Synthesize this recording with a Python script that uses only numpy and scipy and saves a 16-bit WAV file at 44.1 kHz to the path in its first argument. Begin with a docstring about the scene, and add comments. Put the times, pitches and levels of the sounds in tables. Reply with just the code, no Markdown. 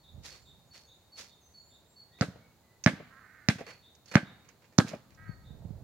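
"""A basketball is dribbled five times on a quiet asphalt lane by a boy who first shuffles back.
Each impact gives a thump, a rubbery slap of the shell and a faint ping of the enclosed air;
fences and hedges reflect and scatter it, and his hand meets the rising ball.
Shoes scuff on grit; a tit, other songbirds and a crow call from the trees.
Beneath lie the hush of still air and the knocks and rumble of a hand on the microphone."""
import sys
import numpy as np
from scipy import signal
from scipy.fft import rfft, irfft
from scipy.io import wavfile

SR = 44100
rng = np.random.default_rng(int(sys.argv[2]) if len(sys.argv) > 2 else 0)


def digitize_waveform(pressure):
    """Quantize a signal to 16-bit integers and store it at the path in sys.argv[1].

    Rows of a 2-D input are taken as channels; values are limited to [-1, 1].
    """
    field = np.atleast_2d(pressure).T
    bounded = np.clip(field, -1, 1)
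    quanta = np.round(bounded * 32767).astype(np.int16)
    wavfile.write(sys.argv[1], SR, quanta)


N = 257103
TIME = np.arange(N) / SR

# Coherence of diffuse sound between left and right: frequency_hz, coherence
COHERENCE = [(30, 0.23), (120, 1), (500, 0.74), (1200, 0.67), (3000, 0.2), (12000, .1)]


def from_db(db):
    """Amplitude ratio of a level in decibels."""
    return 10 ** (np.asarray(db) / 20)


def rms_one(x):
    """Normalisation to unit power."""
    return x / np.sqrt(np.mean(x ** 2) + 1e-20)


def peak_one(x):
    """Normalisation to unit peak."""
    return x / np.max(np.abs(x))


def at_hz(table, hz, column=1):
    """Interpolation of one column on a log-frequency axis."""
    table = np.array(table)
    return np.interp(np.log(hz), np.log(table[:, 0]), table[:, column])


def band(x, low_hz, high_hz, order=2):
    """Causal band-pass filter."""
    return signal.sosfilt(signal.butter(order, [low_hz, high_hz], "band", fs=SR, output="sos"), x)


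def lowpass(x, cut_hz, order=1):
    """Causal low-pass filter."""
    return signal.sosfilt(signal.butter(order, cut_hz, fs=SR, output="sos"), x)


def add(out, start_s, sound):
    """Superposition of a short sound on the track."""
    start = int(round(start_s * SR))
    sound, start = sound[..., max(-start, 0):], max(start, 0)
    out[..., start:start + sound.shape[-1]] += sound[..., :max(N - start, 0)]


def stereo_pair(mid, side, hz):
    """Partial coherence: left and right are a weighted sum and difference of independent noises."""
    alike = at_hz(COHERENCE, hz)
    return (np.sqrt(1 + alike) * mid + np.sqrt(1 - alike) * side * np.array([[1], [-1]])) / np.sqrt(2)


def panned(x, right_db):
    """A level difference between the channels gives direction."""
    return x * from_db([[-right_db / 2], [right_db / 2]])


def noise(spectrum, grain_db=0):
    """Spectrally shaped stereo noise of unit power; uneven sample levels make it grainy."""
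    hz = np.maximum(np.fft.rfftfreq(N, 1 / SR), 1)
    grains = rng.standard_normal((2, N)) * from_db(grain_db * np.minimum(rng.exponential(1, N), 6))
    return rms_one(irfft(stereo_pair(*rfft(grains), hz) * from_db(at_hz(spectrum, hz)), N))


def scatter(x, bands, start_s, build_s):
    """Diffuse scattering: dense echoes build up, then decay exponentially in each band."""
    t = TIME[:SR * 3 // 4]
    since, response = np.maximum(t - start_s, 0), 0
    white = rng.standard_normal((2, 2, len(t)))  # neighbouring bands get independent noise
    edges_hz = np.geomspace(50, 16000, 15)
    for k, (low, high) in enumerate(zip(edges_hz, edges_hz[1:])):
        hz = np.sqrt(low * high)
        envelope = (1 - np.exp(-since / build_s)) * from_db(-60 * since / at_hz(bands, hz, column=2))
        echoes = rms_one(band(stereo_pair(*white[k % 2], hz) * envelope + 1e-18, low, high))
        band_share = np.sqrt(2 * (high - low) / (SR * len(t)))
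        response = response + from_db(at_hz(bands, hz)) * echoes * band_share
    return signal.fftconvolve(np.atleast_2d(x), response, axes=1)[:, :N]


def still_air(level_db=-65):
    """Ambient noise: a steady outdoor hush, strongest in the bass."""
    # Spectral density of the hush: frequency_hz, relative_db
    spectrum = [(15, -22.5), (25, -22), (75, -1), (119, -3), (274, -10.5), (871, -13), (1140, -18.5),
                (3090, -26), (4260, -19.5), (5430, -27.5), (6920, -23), (8580, -31), (15500, -27)]
    return from_db(level_db) * panned(noise(spectrum), right_db=1.5)


def grip(resting_db=-71):
    """Structure-borne noise: a hand rumbles on the microphone casing, more as it shifts."""
    # Shifts of the hand: centre_s, half_length_s, level_db, right_db
    shifts = [(0.18, 0.057, -48, 8), (0.417, 0.27, -63, 9), (5.292, 0.14, -50.5, -10),
              (5.705, 0.21, -43, 8.5)]
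    # Spectrum of the rubbing: frequency_hz, relative_db
    spectrum = [(25, -9.5), (80, 2), (170, -7.5), (330, -23.5), (800, -23)]
    rubbing = sum(panned(from_db(db) * np.exp(-((TIME - centre_s) / half_s) ** 2), right_db)
                  for centre_s, half_s, db, right_db in shifts)
    return (from_db(resting_db) + rubbing) * lowpass(noise(spectrum), 700, order=4)


def bumps(pitch_hz=129.6, spread=1.38):
    """Damped impulse response: fingers knock dully on the casing."""
    # Knocks, each close to one microphone port: start_s, level_db, right_db
    knocks = [(.178, -45.5, 11), (5.293, -36.5, -19), (5.506, -41, 14), (5.651, -38, 16),
              (5.706, -38.5, 20.5)]
    out = np.zeros((2, N))
    impulse = (TIME[:SR // 8] == 0) + 1e-18
    knock = peak_one(band(impulse, pitch_hz / spread, pitch_hz * spread))
    for start_s, db, right_db in knocks:
        add(out, start_s, panned(from_db(db) * knock, right_db))
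    return out


def among_trees(x, wet_db, t60_s):
    """Reverberation: scattering between trees prolongs a far call."""
    bands = [(100, wet_db, t60_s), (10000, wet_db, t60_s)]
    return x + scatter(x, bands, start_s=0.0039, build_s=0.0055)


def crow(jitter=.09, sag=.04, arch=.035, throat_width_hz=750):
    """Source and filter: uneven pulses excite a broad throat resonance; the pitch arches, then sags."""
    # Caws: start_s, length_s, pitch_hz, throat_hz, roughness, level_db
    caws = [(3.099, 0.17, 263, 1490, 0.7, -60), (3.203, 0.29, 303.3, 1690, 0.7, -62.5),
            (5.172, 0.175, 319.5, 1630, 0.5, -58.5)]
    out = np.zeros(N)
    for start_s, length_s, pitch_hz, throat_hz, rough, db in caws:
        along = TIME[:int(length_s * SR)] / length_s
        effort = np.sin(np.pi * along)
        wobble = rms_one(lowpass(rng.standard_normal(len(along)), 300))
        contour = 1 + arch * (effort - effort.mean()) - sag * along ** 4 + jitter * rough * wobble
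        cycles = np.cumsum(pitch_hz * contour) / SR
        shimmer = 1 + .5 * rough * rng.standard_normal(len(along))
        pulses = np.diff(np.floor(cycles), prepend=0) * shimmer
        voice = band(pulses, throat_hz - throat_width_hz / 2, throat_hz + throat_width_hz / 2, order=3)
        add(out, start_s, from_db(db) * rms_one(voice * effort ** .4))
    return out


def note(length_s, pitches_hz, waver_hz=20, waver_rate_hz=120):
    """Frequency modulation: a tone glides through three pitches; a fast, wide waver makes it buzz."""
    t = TIME[:int(length_s * SR)]
    glide_hz = np.polyval(np.polyfit([0, .5, 1], pitches_hz, 2), t / length_s)
    hz = glide_hz + waver_hz * rms_one(lowpass(rng.standard_normal(len(t)), waver_rate_hz, order=2))
    return rms_one(np.sin(np.pi * t / length_s) ** 0.477 * np.sin(2 * np.pi * np.cumsum(hz) / SR))


def tit(period_s=.42, buzz_after_s=.165, echo_db=-15):
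    """Periodic song: a whistle alternates with a lower, rising buzz; a soft echo trails each."""
    # Bouts of song: first_phrase_s, last_phrase_s, whistle_db, buzz_db
    bouts = [(-.134, .702, -60, -65), (1.119, 1.96, -58, -68), (3.656, 4.08, -61, -65.5),
             (5.275, 5.275, -69, -68.5)]
    out = np.zeros(N)
    for first_s, last_s, whistle_db, buzz_db in bouts:
        for start_s in np.arange(first_s, last_s + period_s / 2, period_s):
            add(out, start_s, from_db(whistle_db) * note(0.066, [4490, 4410, 4370]))
            add(out, start_s + 0.066, from_db(whistle_db + echo_db) * note(0.13, [4380, 4390, 4400]))
            buzz_s = start_s + buzz_after_s
            buzz = note(0.078, [3630, 3690, 3730], waver_hz=125, waver_rate_hz=170)
            add(out, buzz_s, from_db(buzz_db) * buzz)
            add(out, buzz_s + .06, from_db(buzz_db + echo_db) * note(.16, [3700, 3710, 3710]))
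    return out


def far_songbirds(fall_back=0.33, twitter_count=4, until_s=1.4, twitter_s=0.035, twitter_db=-79):
    """Frequency glides: whistles and faint random twitters slide onto a pitch, then partly back."""
    # Whistles, thin and high or low and fluting: start_s, length_s, pitch_hz, slide_hz, level_db
    whistles = [(.388, 0.13, 7360, 340, -77), (.854, 0.065, 6580, -150, -73),
                (1.408, .094, 6220, -310, -70), (1.554, .24, 7200, 600, -75),
                (1.871, 0.069, 7500, -150, -75.5), (2.109, 0.083, 1948, 95, -75),
                (2.372, 0.14, 2230, 108, -78), (2.62, 0.18, 1984, -79.5, -79)]
    twitters = [(until_s * (k + rng.random()) / twitter_count, twitter_s,
                 6900 + rng.uniform(-120, 120), -120, twitter_db) for k in range(twitter_count)]
    out = np.zeros(N)
    for start_s, length_s, hz, slide_hz, db in [*whistles, *twitters]:
        pitches_hz = [hz - slide_hz, hz, hz - fall_back * slide_hz]
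        add(out, start_s, from_db(db) * note(length_s, pitches_hz, waver_hz=30))
    return out


def contact(peak_s, db, rubber_db=0, *, rise_s, t60_s, thud_db, scrape_db, grit_db):
    """Envelopes of one touch's thud, scrape and grit: a Gaussian rise, then exponential decay."""
    t = TIME[:SR // 2] - .1
    stroke = np.exp(-(np.minimum(t, 0) / rise_s) ** 2) * from_db(-60 * np.maximum(t, 0) / t60_s)
    parts_db = np.array([[thud_db + rubber_db], [scrape_db + rubber_db], [grit_db]])
    envelopes = np.zeros((3, N))
    add(envelopes, peak_s + t[0], from_db(db + parts_db) * stroke)
    return envelopes


def scuffs(fingers_lead_s=0.019, fingers_db=-10.5, tick_db=-66.5, crunch_db=1, crunch_hz=160):
    """Impact and friction noise: soles land and drag on grit, a hand meets the ball, grains snap."""
    # A sole slides on asphalt: peak_s, level_db, rubber_db
    slides = [(0.265, -46, -9.5), (0.345, -58, -6), (0.761, -54.5, -8.5), (1.197, -45.5, -10),
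              (3.702, -59, 5), (4.09, -60, -6.5), (4.886, -50.5, 0)]
    # A shoe lands: peak_s, level_db
    steps = [(2.188, -57.5), (3.586, -48), (3.667, -51.5), (4.116, -46.5), (4.141, -41), (5.106, -64.5)]
    # The palm meets the rising ball: peak_s, level_db
    catches = [(2.361, -49.5), (3.004, -45), (3.612, -38.5), (4.315, -56.5), (4.939, -35)]
    # A grain snaps under shoe or ball: peak_s, level_db
    snaps = [(2.840, -37), (3.952, -62), (4.059, -58), (4.49, -58), (4.783, -30), (5.148, -64.5)]
    # Spectra of thud, rubber scrape, loose grit and snapping grain: frequency_hz, relative_db
    thud_spectrum = [(60, -17), (150, -3), (320, -6.5), (550, 0.5), (800, -10.5), (1200, -21.5),
                     (3000, -54)]
    scrape_spectrum = [(400, -27), (900, -2.5), (1500, -0.5), (1950, 2), (2400, 2.5), (2850, -2.5),
                       (3300, -12), (5000, -34), (10000, -31)]
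    grit_spectrum = [(1500, -5), (3000, 0), (4500, 6.5), (6900, 2), (8000, -6.5), (11000, -11.5),
                     (15500, -18.5)]
    snap_spectrum = [(600, -18), (2500, -9.5), (3600, -16.5), (5000, -0.5), (6700, 2.5), (8000, -19),
                     (15000, -32)]
    slide = dict(rise_s=0.023, t60_s=0.28, thud_db=-3, scrape_db=0.5, grit_db=0)
    step = dict(rise_s=0.0018, t60_s=0.16, thud_db=-3, scrape_db=-1, grit_db=-6)
    catch = dict(rise_s=0.004, t60_s=0.078, thud_db=-0.5, scrape_db=-18, grit_db=-37)
    snap = dict(rise_s=.0012, t60_s=0.037, thud_db=-26.5, scrape_db=-19, grit_db=1.5)
    ticks = [(peak_s, tick_db) for peak_s in rng.uniform(4.4, 4.75, 6)]  # loose grit underfoot
    fingertips = [(peak_s - fingers_lead_s, db + fingers_db) for peak_s, db in catches]
    touches = [(slide, slides), (step, steps), (step, ticks), (catch, fingertips), (catch, catches)]
    thud, scrape, grit = sum(contact(*row, **kind) for kind, rows in touches for row in rows)
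    snap_thud, snap_scrape, snap_grit = sum(contact(*row, **snap) for row in snaps)
    # Grains roll and catch in clumps, so the level flutters.
    crunch = from_db(crunch_db * rms_one(lowpass(rng.standard_normal(N), crunch_hz, order=2)))
    return (panned((thud + snap_thud) * noise(thud_spectrum), right_db=-0.5)
            + panned((scrape + snap_scrape) * crunch * noise(scrape_spectrum, grain_db=3.5), right_db=6)
            + panned(grit * crunch * noise(grit_spectrum, grain_db=5), right_db=4)
            + panned(snap_grit * noise(snap_spectrum), right_db=14))


def bounce(thump_db, smack_db, slap_db, slap_hz, grit_db, spread=1.537, squash_s=0.0012):
    """Impact excites shell and cavity modes and crushes grit; returns direct and outgoing sound."""
    # Modes of the rubber shell: pitch_ratio, bandwidth_hz, level_db
    shell_modes = [(.85, 250, -17.5), (1.002, 310, 12.5), (1.25, 402, 9.5), (1.7, 550, -3.5),
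                   (2.6, 450, -15)]
    # Modes of the enclosed air: pitch_hz, level_db, t60_s
    cavity_modes = [(572, -30, .1), (1174, -39, .13), (1385, -39, .13), (1530, -31, .19), (1603, -31, .22),
                    (1685, -35, .2), (2125, -39, .12), (3080, -51, .28), (3460, -48, .13), (4090, -54, .17)]
    t = TIME[:SR // 2]
    impulse = (t == 0) + 1e-18
    # The ball squashes and springs back in a few damped swings; a harder bounce thumps higher.
    thump_hz = 177.8 + 2 * thump_db
    swing = band(impulse, thump_hz / spread, thump_hz * spread)
    thump = np.interp(t - squash_s, t, peak_one(lowpass(swing, 870, order=2)), left=0)
    smack = peak_one(band(impulse, 300, 634.8))
    shell = sum(from_db(db) * np.exp(-np.pi * width_hz * t) * np.sin(2 * np.pi * ratio * slap_hz * t)
                for ratio, width_hz, db in shell_modes)
    slap = peak_one(band(shell, 160, 6500))
    blow = from_db(thump_db) * thump - from_db(smack_db) * smack - from_db(slap_db) * slap
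    grit = rng.standard_normal(len(t)) * from_db(-60 * t / 0.014) + 1e-18
    crack = peak_one(band(grit, 3690, 6560, order=4) + from_db(-36.5) * band(grit, 2000, 12000))
    spray = peak_one(band(impulse, 2900, 7200))  # over all directions the grit's spectrum evens out
    cavity = sum(from_db(db - 60 * t / t60_s) * np.sin(2 * np.pi * hz * t)
                 for hz, db, t60_s in cavity_modes)
    ping = from_db(2 + (thump_db + slap_db) / 2) * cavity  # a harder blow rings louder
    return blow + ping + from_db(grit_db) * crack, blow + from_db(grit_db + 3) * spray


def dribble(port_lag_s=.00007, fence_db=-23, shade_db=-10):
    """Direct sound, reflection and scattering: each bounce arrives first, then its echoes."""
    # Ball on asphalt: start_s, thump_db, smack_db, slap_db, slap_hz, grit_db,
    # outgoing_db, near_echo_db, near_delay_s, fence_delay_s
    impacts = [(2.2104, -13, -20.5, -14, 1510, -18.5, 5, -12, 0.011, 0.072),
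               (2.862, -6.5, -21.5, -1, 1717, -12.5, 0.5, -11.5, 0.012, 0.071),
               (3.4866, -10.5, -26, -5, 1953, -9, -0.5, -32.5, 0.013, .068),
               (4.1548, -4.5, -22, 0.5, 1666, -15, -3.5, -11, .0152, .074),
               (4.7856, -4.5, -28, -6.5, 1299, -8.5, -0.5, -6, .0170, .060)]
    # Scattering by near surfaces and by far trees: frequency_hz, level_db, t60_s
    near_surfaces = [(71.96, -35.5, 0.11), (160, -17.5, 0.044), (298, -8.5, 0.12), (600, 0.5, 0.058),
                     (989.5, -4.5, 0.094), (1700, -8, 0.078), (3000, -5, 0.13), (6050, -13, 0.18),
                     (12130, -8, 0.15)]
    far_trees = [(70, -26.5, 0.96), (160, -28.5, 0.7), (530, -21.5, 0.64), (1000, -21.5, .85),
                 (1706, -24.5, .7), (3300, -22, 0.86), (6200, -22.5, 0.3), (8500, -34, 0.37),
                 (14000, -17, 0.34)]
    direct, echoes, diffuse = np.zeros(N), np.zeros(N), np.zeros((2, N))
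    for start_s, *strike, outgoing_db, near_echo_db, near_delay_s, fence_delay_s in impacts:
        heard, outgoing = bounce(*strike)
        outgoing *= from_db(outgoing_db)
        add(direct, start_s, heard)
        add(echoes, start_s + near_delay_s, from_db(near_echo_db) * band(outgoing, 1100, 3200))
        add(echoes, start_s + fence_delay_s, from_db(fence_db) * lowpass(outgoing, 540, order=2))
        add(diffuse, start_s, scatter(outgoing, near_surfaces, start_s=0.0046, build_s=0.0037))
        add(diffuse, start_s, scatter(outgoing, far_trees, start_s=0.034, build_s=0.0097))
    # The left port is reached later, and is shaded in the treble.
    late = np.interp(TIME - port_lag_s, TIME, direct, left=0) + 1e-18
    left = from_db(shade_db) * late + (1 - from_db(shade_db)) * lowpass(late, 1000)
    return panned(np.array([left, direct]) + echoes + diffuse, right_db=1.3)


def scene():
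    """Superposition of birds, still air, ball, feet and handling noise."""
    birds = panned(among_trees(tit() + far_songbirds(), wet_db=1, t60_s=0.42), right_db=1.5)
    caws = panned(among_trees(crow(), wet_db=-6.5, t60_s=1.0), right_db=8)
    return birds + caws + still_air() + dribble() + scuffs() + bumps() + grip()


def record(dry, low_hz=30, high_hz=15850, ceiling=.9):
    """Band limiting and soft saturation: the microphone sheds deep bass and top, and rounds peaks."""
    thin = signal.sosfilt(signal.butter(1, low_hz, "high", fs=SR, output="sos"), dry)
    rounded = thin / (1 + (thin / ceiling) ** 6) ** (1 / 6)
    return signal.sosfilt(signal.ellip(10, .1, 80, high_hz, fs=SR, output="sos"), rounded)


dry = scene()
out = record(dry)
digitize_waveform(out)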